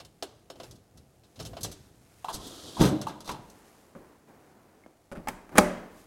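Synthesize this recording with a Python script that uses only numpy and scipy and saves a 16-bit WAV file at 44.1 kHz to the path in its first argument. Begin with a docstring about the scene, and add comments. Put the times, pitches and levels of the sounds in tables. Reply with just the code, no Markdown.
"""A plastic end stop is clicked onto a dishwasher's steel rail, close to the microphone.
The wire rack rolls in on its wheels, bumps the back of the tub and rattles to rest.
Then, heard from further off in the kitchen, the door swings up, meets its latch and is pushed shut.
Blows ring dense and clear resonances of each part; coloured noise makes rolling, rumble, rustle and air."""
import sys
import numpy as np
from scipy import signal
from scipy.fft import rfft, irfft, next_fast_len
from scipy.io import wavfile

SR = 44100
rng = np.random.default_rng(int(sys.argv[2]) if len(sys.argv) > 2 else 0)


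def generate_wav(signal):
    """Clip the signal to [-1, 1] and save it as 16-bit WAV at the path in sys.argv[1]."""
    frames = np.transpose(np.atleast_2d(signal))
    scaled = np.clip(frames, -1, 1) * 32767
    pcm = np.round(scaled).astype(np.int16)
    wavfile.write(sys.argv[1], SR, pcm)


N = 267422
TIME = np.arange(N) / SR  # seconds through the scene
RING = np.arange(2 ** 15) / SR  # seconds since a blow

# In the tables of the struck parts:
# Blows: each row: start in seconds, level in dB before tilting, extra bass in dB, extra treble in dB,
# chatter time in seconds (the chatter's fade uses at least 0.4 ms).
# Body, dense resonances: each row: frequency in Hz, relative level in dB per Hz, t60 in seconds.
# Modes, clear resonances: each row: frequency in Hz, relative energy in dB, t60 in seconds.

# Kitchen reverberation. Each row: frequency in Hz, relative level in dB per Hz, t60 in seconds.
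KITCHEN_REVERB = [(61, 2, 1), (250, 1, 0.53), (700, 2, 0.63), (1920, -2, 0.65), (4970, -3, 0.68),
                  (10000, -4.5, 0.36), (15300, 0.5, 0.16)]


def amp(db):
    """Decibels to gain."""
    return 10 ** (np.asarray(db) / 20)


def unit(x):
    """Scale each row to an energy of one."""
    return x / np.sqrt(np.sum(x ** 2, axis=-1, keepdims=True))


def at_hz(hz, table, axis=1):
    """Read one column of a table on a log-frequency axis."""
    table = np.array(table)
    return np.interp(np.log(hz + 1), np.log(table[:, 0]), table[:, axis])


def coloured(x, colour):
    """Give x a spectrum and an rms of one."""
    size = next_fast_len(N)
    gain = amp(at_hz(np.fft.rfftfreq(size, 1 / SR), colour))
    y = irfft(rfft(x, size) * gain, size)[:N]
    return y / y.std()


def rub(colour, grain_db):
    """Dense tiny slips of uneven size, coloured by the part that they shake."""
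    steps = rng.standard_normal(N // 100 + 1)
    sizes = amp(grain_db * np.repeat(steps, 100)[:N])  # a new size every 100 samples
    return coloured(rng.standard_normal(N) * sizes, colour)


def decay(t60):
    """Envelope that falls 60 dB in t60 seconds."""
    return np.exp(-np.minimum(np.log(1000) * RING / max(t60, 1e-3), 20))


def mode(hz, t60):
    """One damped resonance."""
    return unit(np.sin(2 * np.pi * hz * RING) * decay(t60))


def add(track, s, db, sound):
    """Mix in a sound; db is the level of a sound of unit energy if spread over 20 ms."""
    start = max(int(s * SR), 0)
    part = sound[:max(N - start, 0)]
    track[start:start + len(part)] += amp(db) * np.sqrt(SR / 50) * part


def dense_rings(table, count):
    """Countless overlapping modes, dying at their own rate in each third of an octave."""
    hz = np.fft.rfftfreq(len(RING), 1 / SR)
    edges = np.geomspace(25, 17000, 29)[:, None]
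    centres, widths = np.sqrt(edges[1:] * edges[:-1])[:, 0], np.diff(edges[:, 0])
    in_band = (hz >= edges[:-1]) & (hz < edges[1:])
    bands = irfft(rfft(rng.standard_normal(len(RING))) * in_band).astype(np.float32)
    fades = np.array([decay(t60) for t60 in at_hz(centres, table, axis=2)], np.float32)
    gains = (amp(at_hz(centres, table)) * np.sqrt(widths)).astype(np.float32)
    rings = []
    for shift in rng.integers(len(RING), size=count):  # every ring starts elsewhere in the noise
        rings.append(gains @ unit(np.roll(bands, shift, axis=1) * fades))
    return unit(np.array(rings))


def chatter_impacts(chatter):
    """A loose part bounces: random small impacts that swell and die away."""
    contact_rate = 900  # mean impacts a second
    hits = rng.random(len(RING)) < contact_rate / SR
    contacts = rng.standard_normal(len(RING)) * hits
    return unit(contacts * (RING + 1e-4) * np.exp(-RING / max(chatter, 4e-4)))


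def strike(blows, body, modes, modes_db, chatter_db, room_db):
    """Each blow rings the part's modes and the kitchen; loose contact adds a quick train of smaller impacts."""
    hz, track = np.fft.rfftfreq(len(RING), 1 / SR), np.zeros(N)
    bass = 1 / (1 + (hz / 330) ** 2)
    treble = np.log1p((np.minimum(hz, 7500) / 1500) ** 2) / 3
    # neighbouring modes start with opposite signs
    clear = np.array([(-1) ** k * amp(db + modes_db) * mode(f, t60) for k, (f, db, t60) in enumerate(modes)])
    # the diffuse field has the part's colour and the room's decay, and builds up over the first reflections
    diffuse = [(f, db + at_hz(f, KITCHEN_REVERB), at_hz(f, KITCHEN_REVERB, axis=2)) for f, db, _ in body]
    build_up = 1 - np.exp(-(RING / 0.0031) ** 2)
    tails = dense_rings(diffuse, count=len(blows)) * amp(room_db) * build_up
    rings = dense_rings(body, count=len(blows))
    loose = rfft(dense_rings(body, count=1)[0])
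    for (s, db, bass_db, treble_db, chatter), dense, tail in zip(blows, rings, tails):
        spot = amp(2.94 * rng.standard_normal(len(modes)))  # where it lands favours some modes
        rattle = irfft(loose * rfft(chatter_impacts(chatter)))
        rattle *= amp(chatter_db) * abs(chatter) / 0.0046  # longer chatter is louder
        sound = unit(dense + spot @ clear + rattle) + tail
        # a hard contact is bright, a heavy one moves the whole part
        sound = irfft(rfft(sound) * amp(bass_db * bass + treble_db * treble))
        add(track, s, db, sound[:-len(RING) // 20])  # leave out the end, where the filter wraps round
    return track


def swells(rows, attack_s, release_s, sag_db_per_s):
    """Gain of a series of swells: each takes hold, slackens at the sag rate and dies away."""
    gain = np.zeros(N)
    for s, length, db in rows:
        age = np.maximum(TIME - s, 0)
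        shape = np.minimum(age / attack_s, 1) * np.exp(-np.maximum(age - length, 0) / release_s)
        gain = np.hypot(gain, shape * amp(db - sag_db_per_s * age))
    return gain


def kitchen_air():
    """The steady background at the microphone: noise with a fixed spectrum."""
    # Background spectrum. Each row: frequency in Hz, relative level in dB per Hz.
    air_colour = [(15, -34.5), (25, -1), (104, 4), (349, 3), (598, -2.5), (684, 2.5), (997, -11),
                  (2230, -25.5), (7910, -54), (15500, -26.5)]
    return amp(-66) * coloured(rng.standard_normal(N), air_colour)  # rms in dB


def hands():
    """The held rack rumbles with every shove; skin and cloth rustle as an arm speeds up and slows down."""
    # Rumble of the held rack. Each row: frequency in Hz, relative level in dB per Hz.
    grip_colour = [(25, -40), (50, -8), (110, -4), (200, -12), (330, -16), (500, -18.5), (900, -35.5),
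                   (3000, -50.5)]
    # Shoves of the rack. Each row: start in seconds, length in seconds, level in dB.
    shoves = [(0, 0.083, -58.5), (.55, 0.056, -54.5), (0.663, 0.072, -52.5), (.93, 0.055, -55.5),
              (1.375, 0.16, -46), (1.582, 0.092, -43.5), (1.743, 0.21, -61.5)]
    # Rustle of skin and cloth. Each row: frequency in Hz, relative level in dB per Hz.
    rustle_colour = [(1500, 6), (3500, 0.5), (7000, 1.5), (10000, 0), (12500, -2.5), (15500, -10.5)]
    # Arm movements. Each row: time of fastest motion in seconds, half length in seconds, level in dB.
    moves = [(0.653, 0.066, -61), (1.654, 0.34, -64.5), (2.61, 0.5, -57.5), (3.654, 0.31, -63.5),
             (4.49, .08, -74), (5.998, 0.07, -60)]
    hold_db, let_go_s = -64, 2.5  # the hands hold the rack until they let go
    still_db = -71  # faint hiss between movements
    grip = swells([(0, let_go_s, hold_db)] + shoves, attack_s=0.018, release_s=0.057, sag_db_per_s=0)
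    power = amp(still_db) ** 2
    for s, half, db in moves:
        power = power + amp(db) ** 2 * np.exp(-2 * ((TIME - s) / half) ** 2)
    held_rack = grip * rub(grip_colour, grain_db=1.5)
    rustle = np.sqrt(power) * rub(rustle_colour, grain_db=1.5)
    return held_rack + rustle


def plastic_stop():
    """The small plastic stop ticks and snaps on the rail, ringing its own short modes."""
    # Ticks and snaps, then the stop's dense and clear resonances (columns at the top).
    blows = [(.001, -41, -25, -10, .0038), (.049, -58, -26, 6.5, 0.0018), (.2252, -35, 13.5, -1.5, 0.0013),
             (.501, -42.5, 11, -5, 0.0008), (.556, -55, 23, -8, .0026), (.600, -40, 6, -11, .0007),
             (.633, -48.5, 14, 0, 0.0048), (1.235, -57.5, -20, -6.5, 0.006), (1.358, -56, -4, -0.5, 0.0071),
             (1.392, -45.5, -20, -4.5, 0.0035), (1.400, -41, 13.5, -1.5, .004), (1.451, -48, 13, 6, 0.0059),
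             (1.5335, -39.5, -15, -22, .0013), (1.568, -35.5, -10, -14, 0.004)]
    body = [(80, -47, 0.24), (196, -26, 0.19), (305, -5, 0.2), (474, -5, 0.097), (694, -8, 0.15),
            (1200, -9, 0.085), (2080, -18, 0.095), (3320, -7.5, 0.091), (5530, -10.5, 0.042),
            (10100, -19, 0.12), (15500, -28, 0.032)]
    modes = [(515, -6.5, 0.078), (670, 0, 0.048), (767, -14, 0.079), (1470, -20, 0.2), (3073, -12, 0.15),
             (3570, -42, .12), (4290, -10, 0.13), (5360, -7.5, 0.079), (6600, -22, 0.063)]
    return strike(blows, body, modes, modes_db=-4.0, chatter_db=0, room_db=-13.5)


def steel_rail():
    """Steel rails and rack wires clink, with mostly high clear modes."""
    # Clinks, then the steel's dense and clear resonances (columns at the top).
    blows = [(.7109, -52.5, -9, -1, 0.0013), (.754, -61.5, 2, -2, .0038), (.974, -56, 2, -3.5, 0.0016),
             (1.424, -46.5, 6, -6, 0.0028), (1.461, -53, 9, 1, 0.0039), (1.608, -52.5, 4, 6, .0033),
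             (1.632, -44.5, -18, 11.5, 0.0017), (1.645, -30.5, 8, -8.5, 0.0026),
             (1.7156, -46.5, 5, 0, 0.0044), (2.328, -42, 3, 0.5, 0.0083), (2.342, -43.5, 23.5, 5.5, 0.0038),
             (2.468, -50, -7, 3.5, 0.0058), (2.803, -29.5, -10, -0.5, 0.015), (2.822, -40.5, -10, 4, 0.027),
             (2.851, -29.5, 4, -7, .0048), (3.0146, -32.5, 0, -10, .002), (3.083, -39, -7, -12, .004),
             (3.2055, -46.5, 13, -4.5, 0.0011), (3.245, -40.5, 2, -9, 0.01),
             (3.2755, -29.5, 3.5, -13.5, 0.0064), (3.314, -43.5, 10, -2.5, 0.0021),
             (3.4995, -67.5, 25, 10.5, .0004)]
    body = [(102, -2.5, 0.53), (485, -1.5, 0.17), (1300, -4.5, 0.028), (2280, -13, 0.24), (3550, 1, 0.088),
            (5900, 1, 0.083), (8400, -4, 0.1), (11600, -6, 0.049), (15500, -22, .04)]
    modes = [(4570, -42.5, 0.29), (6200, -1, 0.032), (6300, -33, .07), (8750, -25, 0.6), (9360, -9, 0.047),
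             (11200, -3, 0.14), (12000, -18, 0.094)]
    return strike(blows, body, modes, modes_db=-13.0, chatter_db=2.5, room_db=-12.5)


def wheels():
    """The wheels knock in their channel, ringing short modes in the middle of the spectrum."""
    # Knocks, then the wheels' dense and clear resonances (columns at the top).
    blows = [(2.2445, -38, -11, 9, 0.00053), (2.284, -35.5, 3, 5, 0.0074), (2.769, -36, 6, -22, 0.01),
             (3.069, -33, 3, 5.5, 0.00089), (3.291, -38.5, 22, 7, 0.00081), (3.307, -38.5, -1, -9, 0.0036),
             (3.343, -43, -12, 0, .005)]
    body = [(99.8, -10, 0.11), (540, -4, 0.14), (925, 6.5, 0.084), (1390, -5, 0.11), (2170, -25, 0.093),
            (3230, -8, 0.037), (4760, -21.5, 0.17), (10000, -26, 0.053), (15500, -36, .03)]
    modes = [(750, -7, 0.0384), (892, 3, 0.08), (980, 5.5, 0.059), (1110, 2, 0.034), (1240, -9, 0.11),
             (2710, -8, 0.045)]
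    return strike(blows, body, modes, modes_db=-2.5, chatter_db=3.5, room_db=-7.5)


def small_parts(room_db):
    """Springy parts twang as damped sines, wheel and hinge tap as noise bursts, with the kitchen behind."""
    # Twangs of rack wire and hinge spring. Each row: start in seconds, level in dB, frequency in Hz,
    # t60 in seconds.
    twangs = [(2.2445, -40.5, 743, 0.048), (2.285, -36, 1051, 0.079), (2.927, -25, 309, 0.22),
              (4.8378, -63.5, 2150, 0.033)]
    # Short dry taps of wheel and hinge. Each row: start in seconds, level in dB, centre frequency in Hz,
    # t60 in seconds before the band filter.
    taps = [(3.2903, -42, 1160, 0.078), (4.862, -51, 240, 0.03), (4.862, -65.5, 1020, .012)]
    track = np.zeros(N)
    for s, db, hz, t60 in twangs:
        add(track, s, db, mode(hz, t60))
    for s, db, hz, t60 in taps:
        band = signal.butter(2, [hz / 2, min(hz * 2, SR / 3)], "bandpass", fs=SR, output="sos")
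        burst = rng.standard_normal(len(RING)) * decay(t60)
        add(track, s, db, unit(signal.sosfilt(band, burst)))
    reverb = signal.fftconvolve(track, dense_rings(KITCHEN_REVERB, count=1)[0])[:N]
    return track + amp(room_db) * reverb


def roll():
    """The wheels grind along the rail, louder with speed and on the end ramp, unevenly over its surface."""
    # Grinding of wheels on rail. Each row: frequency in Hz, relative level in dB per Hz.
    grind_colour = [(30, -27), (85, 1.5), (220, -1), (280, 6.5), (400, 2.5), (720, -4), (900, -11.5),
                    (1300, -6.5), (2150, -29.5), (3300, -3), (5400, -9), (10900, -17.5), (15500, -32)]
    start_s, stop_s, speed_up_s = 2.26, 2.82, 0.1
    level_db, ramp_s, ramp_db = -46.5, 0.058, 13  # a short ramp at the end of the rail adds ramp_db
    knots = np.linspace(0, TIME[-1], num=240)
    bumps_db = 1.6 * np.interp(TIME, knots, rng.standard_normal(len(knots)))
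    speed = (1 - np.exp(-np.maximum(TIME - start_s, 0) / speed_up_s)) * (TIME < stop_s)
    climb = np.clip(1 + (TIME - stop_s) / ramp_s, 0, 1)
    return speed * amp(level_db + ramp_db * climb + bumps_db) * rub(grind_colour, grain_db=1.0)


def tub():
    """The rack nudges and bumps the hollow tub, which booms with low, longer modes."""
    # Bumps, then the tub's dense and clear resonances (columns at the top).
    blows = [(2.342, -48.5, 9.5, -23, 0.0015), (2.774, -33, -1, -7, 0.016), (2.796, -29, 10.5, -3, 0.0064),
             (2.808, -16, 4.5, -5.5, .0009), (2.831, -22, 2.5, -0.5, 0.0066),
             (2.853, -24, -2.5, 5.5, 0.0011), (2.885, -25, -1, -23, 0.0012), (3.095, -35.5, -7, -9, 0.0049),
             (3.305, -41.5, 6, 0, 0.0017)]
    body = [(30, -37, .25), (71.6, -25, 0.28), (122, -7, 0.17), (185, -3, 0.061), (319, -6, 0.305),
            (435, -13.5, 0.25), (550, -13, 0.76), (910, -17.5, 0.24), (1415, -19, 0.15), (2050, -32, 0.3),
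            (3700, -23, 0.047), (14900, -87, 0.16)]
    modes = [(47.5, -37, 0.05), (63.6, -7, 0.22), (135.6, -4, 0.51), (180.7, -6.5, 0.23),
             (210.6, -7.5, 0.97), (299.7, -0.5, 0.33), (325, -7.5, 0.16), (419, -5.5, 0.18),
             (522, -14.5, 0.46), (632, -15.5, 0.67), (924, -11, 0.3)]
    return strike(blows, body, modes, modes_db=-2.0, chatter_db=1, room_db=-7.5)


def low_rumble():
    """Low friction rumble: first the tub's rumble dying away, then pushes moving the door."""
    # Spectrum of the rumble. Each row: frequency in Hz, relative level in dB per Hz.
    rumble_colour = [(35, -63.5), (70, -6.5), (150, -5.5), (330, -0.5), (550, -5.5), (900, -8.5),
                     (2100, -19), (3200, -29), (8000, -34)]
    # Swells of the rumble. Each row: start in seconds, length in seconds, level in dB before the sag.
    rumbles = [(3.35, 0.56, -56.5), (3.95, 0.17, -55), (4.27, 0.57, -56.5), (5.17, 0.57, -54.5),
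               (5.51, 0.4, -48)]
    gain = swells(rumbles, attack_s=0.014, release_s=0.17, sag_db_per_s=9.5)
    return gain * rub(rumble_colour, grain_db=1)


def thud_and_door():
    """The sound changes abruptly with a dull thud at 3.95 s; then the door meets its seal, catch and frame, and
    its panel rings."""
    # The thud and the door's contacts, then their dense and clear resonances (columns at the top).
    blows = [(3.9515, -44.5, 7, -24, .0044), (4.281, -58.5, 3, -23.5, 0.0074),
             (5.116, -41, 14, -13, 0.0066), (5.1218, -48, -26, 2, .004), (5.153, -41, -7, -9, .009),
             (5.173, -50, 24, -11, 0.0081), (5.2845, -43.5, 17, 12.5, 0.002),
             (5.4925, -51.5, 1, -3.5, .002), (5.527, -45, 15.5, -19, 0.017), (5.555, -26, 1.5, -6.5, 0.015),
             (5.5742, -23, -23, -4, 0.00037), (5.581, -17, -10, 3, 0.0014),
             (5.5827, -14, -3.5, 5.5, 0.00057), (5.586, -12, -3.5, -40, .0004)]
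    body = [(35, -5, 0.53), (110, -20, 0.29), (204, 7, 0.055), (435, -0.5, 0.11), (610, 4.5, 0.05),
            (810, -3.5, 0.05), (1210, -3.5, 0.08), (1650, -5, 0.024), (2350, -11.5, 0.019),
            (3760, -21.5, 0.066), (10000, -19.5, 0.026), (15700, -33.5, 0.023)]
    modes = [(74.1, -17.5, 0.45), (182.8, -6, 0.55), (227.4, -16, .75), (310, -20, 0.36),
             (372.6, -8.5, 0.36), (594, -7.5, 0.4), (814, -8, 0.11), (862, -19.5, 0.43),
             (1120, -24.5, 0.17), (1202, -9.5, 0.036), (1335, -12.5, 0.26), (1680, -28, 0.59),
             (1700, -18, 0.097), (2170, -23, 0.27), (2303, -14, 0.04), (9900, -18.5, 0.022)]
    return strike(blows, body, modes, modes_db=-6, chatter_db=-2.0, room_db=-9.5)


def catch():
    """The sprung catch drops into the latch with two quick clicks."""
    # Clicks, then the catch's dense and clear resonances (columns at the top).
    blows = [(5.273, -31, -1, -14, 0.0013), (5.2845, -34.5, 0.5, 2.5, .0012)]
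    body = [(100, -18.5, .1), (500, -9.5, 0.086), (865, 0.5, 0.062), (1400, -2.5, 0.043), (2190, -3.5, .05),
            (4000, -18.5, .05), (8000, -13.5, 0.029), (15600, -24, .025)]
    modes = [(838, 4.5, .05), (903, -6, .45), (1300, -10, .05), (2170, -8, 0.04), (2740, -10, 0.087),
             (3350, -19.5, .04), (5060, -15, .04)]
    return strike(blows, body, modes, modes_db=-1.0, chatter_db=-1.0, room_db=-11)


def scene():
    """The near rack and the more distant door share one kitchen."""
    rack = plastic_stop() + steel_rail() + wheels() + roll() + tub()
    rumble_and_door = low_rumble() + thud_and_door() + catch()
    return (kitchen_air() + hands() + rack + small_parts(room_db=-11) + rumble_and_door)[None]


def record(dry):
    """The recorder clips at full scale, then cuts the treble above 15.95 kHz."""
    low_pass = signal.ellip(10, .2, 70, 15950, fs=SR, output="sos")
    return signal.sosfilt(low_pass, np.clip(dry, -1, 1))


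dry = scene()
out = record(dry)
generate_wav(out)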